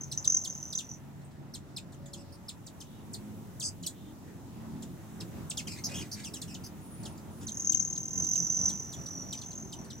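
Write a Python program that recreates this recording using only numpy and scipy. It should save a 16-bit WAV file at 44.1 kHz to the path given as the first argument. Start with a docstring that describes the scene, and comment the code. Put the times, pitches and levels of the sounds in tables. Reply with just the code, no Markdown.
"""Hummingbirds squabble round a nectar feeder under the eaves of a mountain house.
From the start wings hum low over soft outdoor air. For the first second one bird's wing tips whistle
once a beat in a metallic trill; falling chips begin and recur throughout. Buzzy squeals join after 2 s,
birds dart past from 3 s, hoarse screeches come near 6 s, and the trill returns from 7.5 s to the end.
The eaves throw back short echoes of calls and trill."""
import sys
import numpy as np
from scipy import signal
from scipy.io import wavfile
from scipy.ndimage import uniform_filter1d

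SR = 44100
rng = np.random.default_rng(int(sys.argv[2]) if len(sys.argv) > 2 else 0)


def store_pcm(level_fs):
    """Save levels as 16-bit WAV."""
    pcm = np.round(np.clip(level_fs, -1, 1) * 32767).astype(np.int16)
    wavfile.write(sys.argv[1], SR, np.atleast_2d(pcm).T)


N = 441000
TIME = np.arange(N) / SR

# hum of the birds hovering close by: t/s, level/dB
CROWD_HUM = [(0, -54), (1.2, -58.5), (1.65, -52.5), (2.6, -57.5), (3.25, -50.5), (4.3, -51.5), (5.1, -48.5),
             (6.7, -50), (8.4, -49.5), (10, -51.5)]


def from_db(db):
    """Decibels to gain."""
    return 10 ** (np.asarray(db) / 20)


def rms_one(x):
    """Scale to unit power."""
    return x / np.sqrt(np.mean(x ** 2) + 1e-20)


def read(rows, at_s=TIME):
    """Each column of a curve at the given times."""
    times_s, *columns = np.transpose(rows)
    return [np.interp(at_s, times_s, column) for column in columns]


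def at_hz(points, hz):
    """Spectrum read on a log-frequency axis."""
    knots_hz, values = np.transpose(points)
    return np.interp(np.log(hz), np.log(knots_hz), values)


def phase_of(hz):
    """Running phase/rad of a pitch curve."""
    return 2 * np.pi * np.cumsum(hz) / SR


def drift(rate_hz, size=N):
    """Random wander, spread about 1."""
    knots = rng.standard_normal(size // 40 + 4)
    return np.interp(np.arange(size) * rate_hz / SR, np.arange(len(knots)), knots)


def bell(away_s, half_s, edge=2):
    """Gain 1 at the centre, falling both ways; higher edge, steeper sides."""
    return np.exp(-np.minimum(np.abs(away_s / half_s), 8) ** edge)


def add(track, sound, at_s):
    """Mix a sound into a track."""
    start = max(int(at_s * SR), 0)
    part = track[..., start:start + sound.shape[-1]]
    part += sound[..., :part.shape[-1]]


def banded_noise(spectrum, flutter_db):
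    """Stereo noise in separately fluttering half-octave bands; rms 1."""
    # likeness of the ears: f/Hz, L-R correlation
    likeness = [(30, 0.25), (70, 0.79), (130, 1), (300, 0.52), (600, 0.34), (1400, 0.21), (5000, 0.06),
                (14000, .054)]
    out, edges_hz = 0, 22 * 2 ** np.arange(0, 9.6, .5)
    white = rng.standard_normal((2, 2, N))
    for k, (low, high) in enumerate(zip(edges_hz, edges_hz[1:])):
        if high < spectrum[0][0] or low > spectrum[-1][0]:
            continue
        band = signal.butter(2, [low, high], "band", fs=SR, output="sos")
        mid, side = signal.sosfilt(band, white[k % 2])
        hz = np.sqrt(low * high)
        alike = at_hz(likeness, hz)
        gain = from_db(at_hz(spectrum, hz) + flutter_db * drift(14))
        out = out + gain * (np.sqrt(1 + alike) * mid + np.sqrt(1 - alike) * side * [[1], [-1]])
    return rms_one(out)


def wing_hum(swerve_db=4, turn_db=5.5, odd_db=-2):
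    """Each circling bird's strokes give a harmonic hum that bends and swells as it swerves."""
    # wing beat of each bird: f/Hz
    beats_hz = [43.2, 45, 52]
    # hum spectrum: f/Hz, level/dB
    spectrum = [(45, -23.5), (88, -6), (130, 0), (180, 1), (250, -2.5), (350, -9), (500, -23.5)]
    out = 0
    for beat_hz in beats_hz:
        phase = phase_of(beat_hz * (1 + .03 * drift(6)))
        hum = 0
        for k in range(1, 11):
            # up and down strokes are much alike: weaker odd harmonics
            db = at_hz(spectrum, k * beat_hz) + odd_db * (k % 2) + turn_db * drift(12)
            hum += from_db(db) * np.sin(k * phase + rng.uniform(0, 2 * np.pi))
        out = out + hum * from_db(swerve_db * drift(5.5) + drift(.63) * [[1], [-1]])
    running_rms = np.sqrt(uniform_filter1d(np.mean(out ** 2, axis=0), SR // 4))
    return from_db(read(CROWD_HUM)[0]) * out / running_rms


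def stirred_air(draught, base_db=-48.5, follow=.27, draught_db=4):
    """Low rumble of air stirred by the hovering crowd and pushed by darting birds."""
    # rumble spectrum: f/Hz, density/dB
    spectrum = [(15, -46), (25, 10), (54, -8.5), (86, 7), (174, 0.5), (253, -0.5), (281, -0.5), (372, -20),
                (498, -40), (554, -7), (600, -23.5), (780, -52), (1320, -120)]
    crowd_db, = read(CROWD_HUM)
    stirred = from_db(base_db + follow * (crowd_db - crowd_db.mean()))
    return np.hypot(stirred, from_db(draught_db) * draught) * banded_noise(spectrum, flutter_db=1.5)


def breeze(draught, whoosh_db=-5):
    """Soft outdoor air; each dart's draught adds a whoosh."""
    # breeze strength: t/s, level/dB
    levels = [(0, -57.5), (1.28, -59.5), (2.28, -59), (2.6, -59.5), (3.9, -58.5), (4.8, -57), (6.25, -56.5),
              (6.96, -57), (7.3, -56.5), (7.9, -60), (8.94, -56), (9.35, -58), (10, -57.5)]
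    # breeze spectrum: f/Hz, density/dB
    spectrum = [(300, -3.5), (500, -2.5), (760, 2), (1000, -7), (1400, -6), (2200, -14), (3500, -18),
                (6000, -20)]
    gain = np.hypot(from_db(read(levels)[0]), from_db(whoosh_db) * draught)
    return gain * banded_noise(spectrum, flutter_db=2)


def hiss():
    """Faint high hiss, slowly swelling and ebbing."""
    # hiss strength: t/s, level/dB
    levels = [(0, -66), (.65, -63), (1.3, -72), (2.2, -69.5), (3.4, -62.5), (4.2, -66), (5.8, -59),
              (7.1, -63.5), (8.6, -61.5), (10, -66)]
    # hiss spectrum: f/Hz, density/dB
    spectrum = [(1500, -18), (3000, 7), (5000, -13), (7500, 12), (11000, -4.5), (15500, 8.5)]
    return from_db(read(levels)[0]) * banded_noise(spectrum, flutter_db=.6)


def steady_bird(beat_hz=47):
    """One bird holds still in the air; its wing beat's third harmonic stands out."""
    # hum strength: t/s, level/dB
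    levels = [(0, -48.5), (.5, -55), (.9, -52.5), (1.25, -47.5), (1.6, -52.5), (2.05, -49), (2.3, -73),
              (2.6, -100)]
    phase = phase_of(beat_hz * (1 + .012 * drift(6)))
    return from_db(read(levels)[0] + 2.2 * drift(10)) * np.sin(3 * phase)


def whistle_at(at_s):
    """Wing-tip whistle's f/Hz and level/dB; it flares as the bird swings its beam past the listener."""
    # whistle, bird facing away, one table a visit: t/s, f/Hz, level/dB
    first_visit = [(0, 6190, -50), (.14, 6050, -44), (.39, 6195, -30), (.52, 6160, -28), (.76, 6065, -37),
                   (.97, 5930, -52)]
    second_visit = [(7.47, 6360, -34.5), (7.75, 6370, -22), (8.08, 6305, -31.5), (8.2, 6203, -22.5),
                    (8.46, 6116, -24.5), (8.62, 6045, -21.5), (8.96, 5946, -42), (9.3, 5840, -39),
                    (9.56, 6340, -34), (9.87, 5960, -54)]
    # flares: t/s, level/dB, half-length/s
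    swings = [(0.025, -32, 0.025), (.127, -26, .012), (.178, -18.5, .012), (0.318, -14, 0.064),
              (0.504, -27.5, .012), (0.644, -32.5, 0.017), (0.767, -20.5, 0.019), (0.916, -33.5, 0.025),
              (7.47, -30, .015), (7.573, -30.5, .012), (7.6, -20, .012), (7.671, -15, .022),
              (7.698, -15, .012), (7.726, -37, .012), (7.75, -16.5, .012), (7.796, -22, .012),
              (8.19, -40, .025), (8.352, -21.5, 0.056), (8.53, -24.5, .032), (8.663, -18, 0.02),
              (9.146, -37.5, 0.095), (9.797, -39.5, 0.019), (9.954, -44, 0.052)]
    hz, away_db = read(first_visit + second_visit, at_s)
    beam_power = sum((from_db(db) * bell(at_s - s, half_s, edge=17)) ** 2 for s, db, half_s in swings)
    return hz, 10 * np.log10(from_db(away_db) ** 2 + beam_power)


def trill(wing_lag_s=.0019, jitter_s=.0005, scatter_hz=35, rasp_hz=65, side_glide_hz=290,
          skirt_s=.0095, uneven_db=1.9, air_db=-24):
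    """Air rushes through slotted wing tips: a gliding whistle and a puff each stroke.
    The two wings, slightly out of step and tune, beat; the return stroke is weaker."""
    # even flight: start/s, end/s, beat/Hz, whistle half-length/s, glide/Hz, return stroke/dB, octave/dB
    flights = [(.012, .06, 40, .0018, 60, -24, -36), (.075, .27, 39, .0016, 40, -22, -34),
               (.279, .45, 43.6, .002, 70, -22, -35), (.476, .72, 39.2, .0016, 60, -14, -34),
               (.731, .97, 43.3, .0018, 60, -16, -32), (7.471, 7.69, 39.2, .0018, -160, -22, -38),
               (7.698, 8.12, 38.9, .0026, -160, -20, -40), (8.134, 8.49, 44.4, .0028, -170, -11, -31),
               (8.503, 8.695, 44.5, .0031, 120, -10, -34), (8.706, 9.14, 42, .0032, 100, -9, -34),
               (9.155, 9.38, 45, .003, 50, -10, -36), (9.392, 10, 42.5, .0024, 80, -14, -36)]
    # bird's position: t/s, L-R/dB
    pan = [(0, 1), (.8, -2.5), (7.5, -5), (7.72, 7), (8, 2), (8.3, -8), (8.65, -2.5), (9, -4), (10, 3)]
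    direct, sideways = np.zeros((2, N)), np.zeros(N)
    t = np.arange(-450, 900) / SR
    after = np.maximum(t, 0) / skirt_s
    skirt = from_db(-17) * (after * np.exp(1 - after)) ** 2 * (1 - t / t[-1])
    air_band = signal.butter(4, [5450, 7000], "band", fs=SR, output="sos")
    for start_s, end_s, beat_hz, half_s, glide_hz, return_db, octave_db in flights:
        # first wing, second wing, return stroke: lag/s, level/dB, offset/Hz
        strokes = (0, 0, 0), (wing_lag_s, -7, 0), (.5 / beat_hz, return_db, 120)
        for beat_s in np.arange(start_s, end_s, 1 / beat_hz):
            hz, db = whistle_at(beat_s)
            spill_db = min(db, -19)   # the strongest flares go only straight ahead
            pan_db = read(pan, beat_s)[0] * np.array([[.5], [-.5]])
            for lag_s, wing_db, offset_hz in strokes:
                stretch, detune, force, stray = rng.standard_normal(4)
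                at_s = beat_s + lag_s - wing_lag_s / 4 + jitter_s * stray + t[0]
                u = t / (half_s * np.exp(.12 * stretch))
                centre_hz = hz + offset_hz + scatter_hz * detune
                phase = phase_of(centre_hz + glide_hz * np.tanh(u) + rasp_hz * drift(600, len(t)))
                pulse = np.exp(-np.where(u < 0, u / .85, u) ** 2 / 2)   # rise quicker than fall
                swell = from_db(wing_db) * (pulse + skirt)
                air = from_db(air_db) * rms_one(signal.sosfilt(air_band, rng.standard_normal(len(t))))
                ragged = phase_of(520 * drift(900, len(t)))
                fringe = air + from_db(octave_db) * np.sin(2 * phase + ragged)
                whistle = swell * (np.sin(phase) + fringe)
                add(direct, whistle * from_db(db - 1.5 + uneven_db * force + pan_db), at_s)
                # echo off a board overhead
                late_s = rng.uniform(.0019, .013)
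                board_db = -39 + .71 * (spill_db + 20.5) + 2 * rng.standard_normal((2, 1))
                add(direct, whistle * from_db(board_db), at_s + late_s)
                # sideways the swinging wing throws a wider glide and more air
                swung = phase + phase_of((np.sign(glide_hz) * side_glide_hz - glide_hz) * np.tanh(u))
                side_whistle = swell * (np.sin(swung) + fringe + from_db(13) * air)
                add(sideways, side_whistle * from_db(-41 + .93 * (spill_db + 34.5)), at_s)
    return direct + eaves(sideways, t60_s=.13)


def eaves(sound, t60_s, gap_s=.0047):
    """Nearby boards and wall return dense, fast-dying echoes, partly different at each ear."""
    t = TIME[:SR // 3]
    shared, *own = rng.standard_normal((3, len(t)))
    echoes = (.72 * shared + np.array(own)) * from_db(-60 * t / t60_s) * (t > gap_s)
    echoes /= np.sqrt(np.sum(echoes ** 2, axis=1, keepdims=True))
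    return signal.fftconvolve(sound * np.ones((2, 1)), echoes, axes=1)[:, :N]


def syrinx(pitch_hz, overtone_db, step_db, beak_hz=8800):
    """Tone with four overtones, weaker above the beak's pass band and again at the very top."""
    phase, out = phase_of(pitch_hz), 0
    for k in range(1, 6):
        hz = k * pitch_hz
        source_db = 0 if k == 1 else overtone_db + step_db * (k - 2)
        beak_db = -11 * np.clip((hz - beak_hz) / 1200, 0, 1) - 6 * np.clip((hz - 12000) / 3000, 0, 1)
        out = out + from_db(source_db + beak_db) * np.sin(k * phase) * (hz < SR / 2)
    return out


def feeder_bounce(sound, gain):
    """Sound plus one bounce off the feeder per ear, which notches a sweep."""
    samples = np.arange(len(sound) + 200)
    lags = rng.uniform(.000454, .0042, 2) * SR
    direct, *bounces = (np.interp(samples - lag, np.arange(len(sound)), sound, 0, 0)
                        for lag in (0, *lags))
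    return direct + gain * np.array(bounces)


def chips(attack_s=.0011, droop=.22, fade_db=17.5, flutter_db=3.2):
    """Scolding chips plunge, level out, sag and droop. Faint ones face away: a larger share of echo."""
    # t/s, level/dB, opening/Hz, plunge/s, shelf/Hz, length/s, relative sag/(1/s), overtone/dB
    calls = [(0.114, -36, 5520.0, 0.0049, 3470, 0.021, 6, 0),
             (0.243, -34.5, 5200, 0.0039, 3730, 0.015, 7, 0),
             (0.444, -35.5, 5390.0, 0.0051, 3340, 0.022, 1.5, 2),
             (0.726, -35.5, 5170, 0.0039, 3540.0, 0.017, -2, -2),
             (0.7834, -34.5, 5500, 0.0046, 3220, 0.031, 3, -1),
             (1.214, -64, 5570, 0.0028, 3590.0, 0.013, 0.7, 0.0),
             (1.246, -57, 8350.0, 0.0094, 4290.0, 0.014, -3, 5),
             (1.312, -65, 5330, 0.0035, 3500.0, 0.013, 1, 3),
             (1.538, -42, 5960, 0.0046, 3510, 0.032, 12, 1.5),
             (1.7637, -33.5, 5510, 0.0028, 3750, 0.024, 17, -1.5),
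             (1.92, -57, 8540.0, 0.0037, 3390, 0.031, -2, 4),
             (2.0559, -63, 5730, 0.0022, 3240, 0.04, 4.9, 8),
             (2.132, -40.5, 5650, 0.0036, 3450, 0.023, 2, 2),
             (2.4835, -36, 5200.0, 0.006, 3500, 0.024, 20, -0.5),
             (2.664, -47.0, 8170.0, 0.0045, 3970.0, 0.026, 7, -1.5),
             (2.803, -45, 6200, 0.0056, 3100, 0.025, 7.5, 4),
             (3.1305, -36.5, 8710.0, 0.0075, 3720, 0.024, 1.2, 0.5),
             (3.596, -36.5, 9200, 0.0056, 3380, 0.037, 6.5, 2),
             (3.8265, -46, 7300, 0.0068, 2790, 0.043, -2, -1.0),
             (3.8627, -34.5, 6200, 0.0033, 3610, 0.021, 2, 7),
             (4.821, -45, 7280, 0.0037, 3110.0, 0.019, -1, 5.5),
             (5.203, -43, 5640.0, 0.0058, 2730, 0.021, -1, 0.0),
             (5.4976, -32, 8720, 0.01, 2210, 0.022, 4.5, -3),
             (5.571, -35.5, 6060, 0.0026, 2910, 0.041, 12, 1.5),
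             (6.24, -41.5, 5080, 0.006, 2925, 0.049, 1, 3.5),
             (6.3363, -44, 5770, 0.0039, 3220, 0.041, 1.3, 6.0),
             (6.4147, -42, 6960.0, 0.0033, 3410, 0.026, 7, 3.5),
             (6.5425, -40.5, 7630, 0.0045, 3010, 0.023, 0.2, -5.0),
             (7.028, -49, 8530, 0.005, 4020, 0.019, 7, 4),
             (7.052, -45, 5220, 0.0046, 2970, 0.031, -1.5, -0.5),
             (7.1754, -53, 7310.0, 0.0034, 4110.0, 0.013, 2, 1),
             (7.479, -43, 5400, 0.003, 3600, 0.026, -1, -2),
             (7.717, -39, 7780.0, 0.0087, 2790.0, 0.026, 0.5, 2),
             (7.956, -44.5, 5280.0, 0.004, 3490.0, 0.014, 0.2, -8.0),
             (8.237, -50, 5250, 0.0026, 3920, 0.019, 5, 3.0),
             (8.3488, -44.5, 5180, 0.0031, 2960, 0.022, 3, 3),
             (8.69, -48, 5250, 0.0029, 3600, 0.032, 2.5, 3.5),
             (8.9233, -45.0, 5230, 0.0041, 3550, 0.032, 1.5, 2.5),
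             (9.0599, -49.5, 5330, 0.0038, 3630, 0.016, 2, 3.0),
             (9.322, -39, 5200, 0.0052, 2990, 0.03, 5, 1.5),
             (9.375, -52.0, 5280, 0.0052, 3600.0, 0.021, 0.7, 0.0),
             (9.4144, -44, 5300, 0.0028, 3390, 0.024, 8, -4),
             (9.513, -52.5, 5260, 0.0026, 3760, 0.026, 3, -9),
             (9.7237, -39.5, 5740, 0.0032, 3300, 0.023, 2.5, 0.5),
             (9.844, -56, 9260.0, 0.0027, 4040, 0.018, 0.1, 6),
             (9.9014, -46.0, 5300, 0.0026, 3360, 0.027, 0.1, -4.5)]
    direct, thrown = np.zeros((2, N)), np.zeros(N)
    for at_s, db, top_hz, plunge_s, shelf_hz, length_s, sag, overtone_db in calls:
        t = np.arange(int(length_s * SR)) / SR
        u = t / length_s
        waver, jitter, flutter = (drift(rate_hz, 8000)[:len(t)] for rate_hz in (200, 666, 330))
        sagging_hz = shelf_hz * (1 + sag * (length_s / 2 - t) - droop * u ** 4)
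        pitch_hz = sagging_hz + (top_hz - sagging_hz[0]) / (1 + (t / plunge_s) ** 2.8)
        pitch_hz *= 1 + .02 * waver + .038 * jitter
        gate = np.minimum(1, t / attack_s) * np.minimum(1, (1 - u) * 12)
        swell = gate * from_db(flutter_db * flutter - fade_db * u ** 1.5)
        chip = swell * syrinx(pitch_hz, overtone_db, step_db=-2)
        add(direct, feeder_bounce(from_db(db - 1) * chip, gain=.85), at_s)
        echo_gain = from_db(-41 + .89 * (db + 38)) * (pitch_hz / 5000) ** .23
        add(thrown, echo_gain * chip, at_s)
    return direct + eaves(thrown, t60_s=.12)


def far_tone(hz=566):
    """A faint far tone comes and goes."""
    # tone strength: t/s, level/dB
    levels = [(1.96, -100), (2, -55.5), (2.25, -62.5), (2.45, -66), (2.7, -100)]
    return from_db(read(levels)[0]) * np.sin(2 * np.pi * hz * TIME)


def squeals(echo_db=-6):
    """Arching, sliding notes with shaken pitch: slow shaking warbles, fast shaking buzzes."""
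    # t/s, length/s, level/dB, f/Hz, arch/Hz, slide/Hz, swing/Hz, warble/Hz, overtone/dB, relative jitter
    calls = [(2.154, 0.072, -66.5, 2560, 99, 0, 151, 50, 8.5, 0.051),
             (2.323, 0.035, -54.5, 4870, 203, -3, 496, 290, 5, .036),
             (2.824, 0.2, -64.5, 3300, 100, -9, 200, 180, -38, 0.1),
             (3.623, 0.07, -30.5, 6780, 120, 0, 2100, 88, -14, .008),
             (3.942, 0.18, -64, 3380, 88, 3, 150, 180, -12, 0.11),
             (4.685, 0.13, -72, 3500, 49, 0, 300, 140, -25, 0.034),
             (5.67, 0.016, -42, 2720, 98, -1200, 200, 117, 2, 0.11),
             (5.682, 0.074, -51, 2460, 86, -250, 167, 62, 6.5, 0.066),
             (5.838, 0.033, -29.5, 5490, 203, -200, 900, 360, -4, 0.024),
             (5.934, 0.096, -42, 2640, 459, -150, 332, 80, 0.5, 0.065),
             (6.115, 0.036, -38, 5240, 266, -500, 880, 340, 0, 0.043),
             (6.474, 0.071, -55.5, 2860, -200, -450, 170, 103, 3.5, .08),
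             (6.637, 0.038, -44.5, 5480, 152, 0, 830, 240, 4, 0.045),
             (6.805, 0.33, -46, 9850, 145, -1, 330, 150, -56, 0.039),
             (7.301, 0.37, -49.5, 9860, 106, 6, 400, 75, -31, 0.042),
             (7.409, 0.039, -59, 3000, 103, 0, 600, 134, 6.5, 0.04)]
    out = np.zeros((2, N))
    for at_s, length_s, db, hz, arch_hz, slide_hz, swing_hz, warble_hz, overtone_db, rough in calls:
        u = np.arange(int(length_s * SR)) / (length_s * SR)
        hurry, jitter, flutter = (drift(rate_hz, 20000)[:len(u)] for rate_hz in (90, 1100, 450))
        arch = np.sin(np.pi * u)
        shake = np.cos(phase_of(warble_hz * (1 + .04 * hurry)))
        pitch_hz = hz * (1 + rough * jitter) + arch_hz * arch + slide_hz * (u - .5) + swing_hz * shake
        swell = arch ** .2 * from_db(db - 4 + 2.8 * flutter)
        add(out, feeder_bounce(swell * syrinx(pitch_hz, overtone_db, step_db=-1.5), gain=1), at_s)
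    return out + from_db(echo_db) * eaves(out, t60_s=.098)


def darts(odd_db=-4, uneven_db=2, bend=.0204):
    """Birds dart past, humming and pushing air; returns the hum and the draught's envelope."""
    # passes: t/s, half-length/s, hum/dB, draught/dB, beat/Hz
    passes = [(3.25, 0.31, -48.5, -59, 52.4), (4.738, 0.15, -43.5, -54, 37), (5.21, 0.043, -47, -52, 54),
              (5.376, 0.075, -44.5, -48, 41), (5.68, 0.024, -43, -50, 50), (5.89, 0.06, -48, -51, 51),
              (5.99, 0.062, -42, -49, 47), (6.302, 0.06, -47, -59, 42), (6.47, 0.043, -44.5, -66, 43),
              (6.6, 0.036, -48, -58, 45), (7.05, 0.087, -46, -51.5, 39), (7.31, 0.045, -46, -59, 46),
              (7.43, 0.049, -47, -52, 48), (7.8, 0.035, -51, -68, 42), (8.205, 0.068, -41, -50.5, 44.4),
              (8.41, 0.062, -47, -59, 43), (8.61, 0.034, -42.5, -51, 51), (8.68, 0.063, -46, -50, 48),
              (8.999, 0.048, -46, -52.5, 42), (9.25, 0.096, -49, -55, 47), (9.816, 0.07, -46.5, -52, 42)]
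    # hum spectrum: f/Hz, level/dB
    spectrum = [(45, -32), (88, 0.5), (135, -8), (175, 2), (215, 0), (255, -6), (350, -12.5), (500, -21.5)]
    hum, draught = np.zeros(N), np.zeros(N)
    t = np.arange(-SR // 2, SR // 2) / SR
    for at_s, half_s, hum_db, draught_db, beat_hz in passes:
        near = bell(t, half_s)
        phase = phase_of(beat_hz * (1 + bend * drift(15.5, len(t))))
        strokes = 0
        for k in range(1, 11):
            db = at_hz(spectrum, k * beat_hz) + odd_db * (k % 2) + uneven_db * rng.standard_normal()
            strokes += from_db(db) * np.sin(k * phase + rng.uniform(0, 2 * np.pi))
        add(hum, from_db(hum_db) * near * rms_one(strokes), at_s + t[0])
        add(draught, from_db(draught_db) * near, at_s + t[0])
    return hum, draught


def screeches(rough=.2, echo_db=-5):
    """The voice breaks up: pitch and strength jump so fast that only a rasp is left."""
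    # t/s, length/s, level/dB, f/Hz
    calls = [(5.759, 0.042, -50.5, 2235), (5.884, 0.046, -48.5, 2307), (5.93, 0.15, -58.5, 1990),
             (6.154, 0.098, -52.5, 2085)]
    out = np.zeros((2, N))
    for at_s, length_s, db, hz in calls:
        u = np.arange(int(length_s * SR)) / (length_s * SR)
        jitter, flutter = (drift(rate_hz, 20000)[:len(u)] for rate_hz in (900, 350))
        swell = np.sin(np.pi * u) ** .3 * from_db(db - 4 + 3.5 * flutter)
        rasp = syrinx(hz * np.exp(rough * jitter), overtone_db=-.5, step_db=.5)
        add(out, feeder_bounce(swell * rasp, gain=.79), at_s)
    return out + from_db(echo_db) * eaves(out, t60_s=.14)


def scene():
    """Calls and trill over wing hum, stirred air, breeze and hiss."""
    birds = chips() + squeals() + screeches() + trill()
    dart_hum, draught = darts()
    hum = wing_hum() + dart_hum
    air = stirred_air(draught) + breeze(draught)
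    return birds + hum + air + steady_bird() + far_tone() + hiss()


def record(dry, port_hz=9700, vent_hz=50, bass_hz=90, housing_hz=380, low_cut_hz=38, high_cut_hz=15800):
    """Microphone pair, the right one coloured; deep bass and top cut steeply."""
    left, right = dry
    # port turns the treble's phase
    right = 2 * signal.lfilter(*signal.iirnotch(port_hz, Q=3, fs=SR), right) - right
    # vent gives a phase lead and thins the bass
    right = 2 * signal.lfilter(*signal.butter(1, vent_hz, "high", fs=SR), right) - right
    right -= .32 * signal.lfilter(*signal.butter(1, bass_hz, fs=SR), right)
    # housing lifts the low mids
    right += .2 * signal.lfilter(*signal.iirpeak(housing_hz, Q=.38, fs=SR), right)
    pair = signal.sosfilt(signal.butter(6, low_cut_hz, "high", fs=SR, output="sos"), [left, right])
    return signal.sosfilt(signal.ellip(10, .1, 80, high_cut_hz, fs=SR, output="sos"), pair)


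dry = scene()
out = record(dry)
store_pcm(out)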